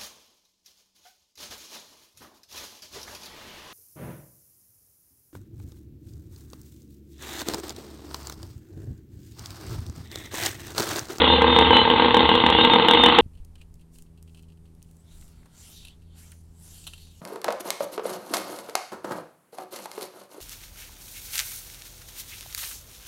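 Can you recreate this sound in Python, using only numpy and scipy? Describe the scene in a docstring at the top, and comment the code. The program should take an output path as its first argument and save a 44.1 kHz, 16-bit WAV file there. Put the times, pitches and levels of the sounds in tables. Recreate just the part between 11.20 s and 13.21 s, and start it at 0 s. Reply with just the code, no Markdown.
"""A rotary engine runs close by on a street, stuttering "brap" from start to end: six of every twelve
firing slots fire, and each pop rings the exhaust pipe and tears a rasp of gas from its mouth.
At first, squeals and a screech rise over hissing, whining machinery. Half a second in, the street rumble
swells and a low hum stops. Near one second the hum is briefly back, then the screech and squeals return.
Throughout, a small microphone cuts the treble and clips on the hardest pops."""
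import sys
import numpy as np
from scipy import signal
from scipy.fft import rfft, irfft
from scipy.io import wavfile

SR = 44100
rng = np.random.default_rng(int(sys.argv[2]) if len(sys.argv) > 2 else 0)


def bounce(signal):
    """Save signal as a 16-bit WAV file at the path given by the first command-line argument."""
    frames = np.transpose(np.atleast_2d(signal))
    limited = np.clip(frames, -1, 1)
    pcm = np.round(limited * 32767).astype(np.int16)
    wavfile.write(sys.argv[1], SR, pcm)


N = 88596

# tone colour of the street rumble: f/Hz, relative level/dB
RUMBLE_SPECTRUM = [(22, -13), (45, -6.5), (70, 3.5), (95, 4), (130, -3), (180, -20)]
# how loud the rumble is: t/s, level/dB
RUMBLE_LOUDNESS = [(0, -44), (.55, -33.5), (.8, -36.5), (1.3, -35), (1.6, -37), (2.01, -37)]
# how loud the low hum is: t/s, level/dB
HUM_LOUDNESS = [(0, -29), (.5, -28.5), (.54, -60), (1.0, -60), (1.04, -29), (1.09, -29), (1.13, -60),
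                (2.01, -60)]
# faint, steady whines: f/Hz, level/dB
WHINE_TONES = [(2044, -39), (2557, -41), (2716, -43), (3011, -38), (3346, -40), (3632, -37), (3998, -43),
               (4358, -44)]
# tone colour of the screech: f/Hz, relative level/dB
SCREECH_SPECTRUM = [(2600, -20), (2800, 8.5), (3250, -2), (3700, -10.5), (4000, -4.5), (4300, -13)]
# how loud the screech is: t/s, level/dB
SCREECH_LOUDNESS = [(0, -37), (.15, -23.5), (.25, -39), (1.0, -41), (1.12, -24), (1.28, -34), (1.4, -21.5),
                    (1.5, -35), (2.01, -29)]
# metallic squeals: start t/s, length/s, start f/Hz, end f/Hz, relative level/dB
SQUEAL_EVENTS = [(.03, .18, 3330, 3570, -30), (.07, .1, 3632, 3625, -24), (.09, .1, 4000, 4005, -31),
                 (.26, .22, 3635, 3650, -25), (.495, .135, 3018, 3020, -20), (.52, .13, 4020, 4010, -28),
                 (1.31, .14, 3150, 3900, -27), (1.385, .08, 3650, 3650, -23), (1.5, .075, 3635, 3632, -21),
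                 (1.67, .09, 3612, 3625, -27), (1.775, .09, 3636, 3636, -21), (1.83, .085, 3026, 3026, -25)]
# tone colour of the running machinery: f/Hz, relative level/dB
MACHINERY_SPECTRUM = [(120, -20.5), (230, 3.5), (340, 7.5), (480, -22), (580, -6.5), (900, 2), (1250, 2),
                      (1700, -11.5), (2020, -2), (2400, -7.5), (2800, -2.5), (3400, -1.5), (3700, -0.5),
                      (4000, -14.5), (4500, -14)]
# tone colour of gas tearing at the pipe's mouth: f/Hz, relative level/dB
RASP_SPECTRUM = [(600, -5), (1000, 0), (1300, -13), (1700, -8.5), (2000, 2.5), (2400, -22), (2850, 7.5),
                 (3150, 4.5), (3600, 7.5), (3950, -5.5), (4400, -15)]
# how rasp and machinery rise and fall together: t/s, relative level/dB
HISS_LOUDNESS = [(0, 7), (.15, -2), (.4, 2), (.55, 2.5), (.75, 1.5), (.95, 2), (1.15, -1), (1.42, 2),
                 (1.7, 3), (2.01, 6.5)]
# rounds of twelve firing slots, each ending where the next begins: start t/s, relative level/dB
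FIRING_ROUNDS = [(-.0659, 2), (.0767, -.5), (.2192, 0.5), (.3626, 2), (.5064, 2.5), (.6515, -.5),
                 (.7971, 1.5), (.9434, 2.5), (1.0904, 0), (1.2381, 1), (1.3863, 0), (1.5348, 1),
                 (1.6844, 1.5), (1.8354, 0.5), (1.9858, 6), (2.137, 0)]
# the slots that fire in a round: slot number, counted from 0
LIVE_SLOTS = [0, 2, 4, 5, 7, 9]
# the six pops of a round: relative thump level/dB, relative rasp level/dB
POP_ACCENTS = [(0.5, -0.5), (-1.5, -2), (-2.5, -2), (-2, -1), (-4, -7.5), (-5, -4)]
# deep ringing of the pipe and silencer: f/Hz, width/Hz, relative level/dB
BOOM_MODES = [(205.8, 20.6, 21), (249.3, 20.3, 27), (326.4, 27.6, 23), (458.2, 29.9, 27),
              (473.2, 17.3, 28.5)]
# how the boom rises and falls: t/s, relative level/dB
BOOM_LOUDNESS = [(0, 6), (.4, 2.5), (.8, 3), (1.3, 3), (1.7, 2), (2.01, 2.5)]
# barking ring of the tailpipe: f/Hz, width/Hz, relative level/dB
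BARK_MODES = [(827, 41, 17.5), (868.2, 70, 27.5), (912, 48.5, 31), (1025.6, 25.2, 25.5)]
# metallic overtones of the pipe: f/Hz, width/Hz, relative level/dB
METAL_MODES = [(1163, 13, 10.5), (1224, 20, 20), (1589, 24.5, 25), (2028, 32, 14.5), (3126, 83, 12),
               (3591, 810, 15.5)]


def from_db(db):
    """Turn decibels into a number to multiply by."""
    return 10 ** (np.asarray(db) / 20)


def rms_one(x):
    """Scale a signal so that its average strength (rms) is 1."""
    return x / np.sqrt(np.mean(x ** 2) + 1e-20)


def level(rows):
    """A volume curve joining points of t/s, level/dB."""
    return from_db(np.interp(np.arange(N) / SR, *np.transpose(rows)))


def drift(rate_hz):
    """A smooth random wobble of strength 1; a higher rate wobbles faster."""
    r = np.exp(-2 * np.pi * rate_hz / SR)
    return rms_one(signal.lfilter([1], [1, -2 * r, r * r], rng.standard_normal(N + SR))[SR:])


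def noise(spectrum):
    """Noise of strength 1, coloured by points of f/Hz, level/dB."""
    hz, db = np.transpose(spectrum)
    log_hz = np.log(np.arange(N // 2 + 1) * SR / N + 1)
    gain = from_db(np.interp(log_hz, np.log(hz), db, left=-np.inf, right=-np.inf))
    return rms_one(irfft(rfft(rng.standard_normal(N)) * gain, N))


def clicks(times, db):
    """One click of the given strength at each time."""
    out = np.zeros(N)
    inside = (times >= 0) & (times < (N - 1) / SR)
    np.add.at(out, (times[inside] * SR).astype(int), from_db(db[inside]))
    return out


def fade(x, decay_s):
    """Give each click a tail that dies away."""
    return signal.lfilter([1], [1, -np.exp(-1 / (decay_s * SR))], x + 1e-18)


def smear(x, decay_s):
    """Spread each click into a dying tail with the same energy."""
    return fade(x, decay_s) / np.sqrt(decay_s * SR / 2)


def late(x, delay_s):
    """Delay a signal."""
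    return np.interp(np.arange(N) - delay_s * SR, np.arange(N), x, left=0)


def resonance(x, hz, width_hz):
    """Ring at one pitch; the narrower the width, the longer it rings."""
    r = np.exp(-np.pi * width_hz / SR)
    feedback = [1, -2 * r * np.cos(2 * np.pi * hz / SR), r * r]
    return signal.lfilter(np.array([1, 0, -1]) * (1 - r * r) / 2, feedback, x)


def ring(drive, modes, polarity=1):
    """Ring at several pitches (modes); a negative polarity makes neighbours swing against each other."""
    return sum(polarity ** k * from_db(db) * resonance(drive, hz, width)
               for k, (hz, width, db) in enumerate(modes))


def whistle(hz, wander_hz=8.2, rough_db=1.2):
    """A tone of strength 1 that wavers in pitch and loudness."""
    phase = 2 * np.pi * np.cumsum(hz + wander_hz * drift(19.4)) / SR
    return rms_one(np.sin(phase) * from_db(rough_db * drift(43)))


def street_rumble():
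    """The low noise of the street."""
    return level(RUMBLE_LOUDNESS) * noise(RUMBLE_SPECTRUM)


def hum(hz=75.4):
    """A low tone that stops and briefly returns."""
    return level(HUM_LOUDNESS) * rms_one(np.sin(2 * np.pi * hz * np.arange(N) / SR))


def whines():
    """The machinery whistles faintly at several high pitches."""
    return sum(from_db(db) * whistle(hz) for hz, db in WHINE_TONES)


def screech():
    """A high, breathy noise that swells now and then."""
    return level(SCREECH_LOUDNESS) * noise(SCREECH_SPECTRUM)


def squeals(fade_s=.02, boost_db=1):
    """Each metallic squeal fades in, holds or slides in pitch, and fades out."""
    out, t = np.zeros(N), np.arange(N) / SR
    for start, length, from_hz, to_hz, db in SQUEAL_EVENTS:
        end = start + length
        envelope = np.clip(np.minimum(t - start, end - t) / fade_s, 0, 1)
        pitch_hz = np.interp(t, [start, end], [from_hz, to_hz])
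        out += from_db(db + boost_db) * envelope * whistle(pitch_hz)
    return out


def machinery(gain_db=-26, flicker_db=2.5):
    """The broad, flickering hiss of the running engine."""
    return from_db(gain_db + flicker_db * drift(36)) * noise(MACHINERY_SPECTRUM)


def firings(slots=12, jitter_s=.00004, thump_spread_db=1.64, rasp_spread_db=3.4):
    """When each pop fires and how hard it thumps and rasps, all varied a little by chance."""
    starts, round_db = np.transpose(FIRING_ROUNDS)
    offsets = np.diff(starts)[:, None] * np.array(LIVE_SLOTS) / slots
    times = (starts[:-1, None] + offsets).ravel()
    thump_db, rasp_db = [(round_db[:-1, None] + accent).ravel() for accent in np.transpose(POP_ACCENTS)]
    chance = rng.standard_normal((len(times), 3))
    return (times + jitter_s * chance[:, 0],
            thump_db - thump_spread_db * chance[:, 1],
            rasp_db - rasp_spread_db * chance[:, 2])


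def afterburn(gain_db=-10.5, delay_s=.0011):
    """Fuel left by skipped slots burns on after each round's first pop and makes the tailpipe bark."""
    starts, db = np.transpose(FIRING_ROUNDS)
    flare = smear(clicks(starts + delay_s, db + gain_db), decay_s=.012)
    return ring(flare * rng.standard_normal(N), BARK_MODES + METAL_MODES)


def rasp(times, db, gain_db=-14, tail_db=-15, delay_s=.00061):
    """Gas tears out of the pipe's mouth after each pop: a sharp crack with a softer tail."""
    pops = clicks(times + delay_s, db)
    crack = fade(pops, decay_s=.0018)
    tail = from_db(tail_db) * fade(pops, decay_s=.019)
    return from_db(gain_db) * (crack + tail) * noise(RASP_SPECTRUM)


def exhaust(times, db, gush_db=-14, flow_db=-39.5):
    """Each pop's jolt of pressure and gush of swirling gas ring the pipe, on top of a steady flow."""
    pops = clicks(times, db)
    gush = from_db(gush_db) * smear(pops, decay_s=.012)
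    drive = pops + (gush + from_db(flow_db)) * rng.standard_normal(N)
    bark = ring(drive, BARK_MODES)
    overtones = late(ring(drive, METAL_MODES, polarity=-.85), delay_s=.0004863)
    boom = level(BOOM_LOUDNESS) * late(ring(drive, BOOM_MODES), delay_s=.00073)
    return boom - bark + overtones


def scene():
    """The engine and the street as heard from the kerb, in one channel."""
    times, thump_db, rasp_db = firings()
    pipe = exhaust(times, thump_db) + afterburn()
    hiss = level(HISS_LOUDNESS) * (rasp(times, rasp_db) + machinery())
    shrill = squeals() + screech() + whines()
    return (pipe + hiss + shrill + hum() + street_rumble())[None]


def record(dry, overload=.64, treble_hz=4128, clip_at=.72, top_hz=16000):
    """The small microphone overloads and loses treble; leftover peaks clip and the very top is cut."""
    overloaded = np.clip(dry, -overload, overload)
    dull = signal.sosfilt(signal.butter(20, treble_hz, fs=SR, output="sos"), overloaded)
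    clipped = np.clip(dull, -clip_at, clip_at)
    return signal.sosfilt(signal.ellip(10, .1, 80, top_hz, fs=SR, output="sos"), clipped)


dry = scene()
out = record(dry)
bounce(out)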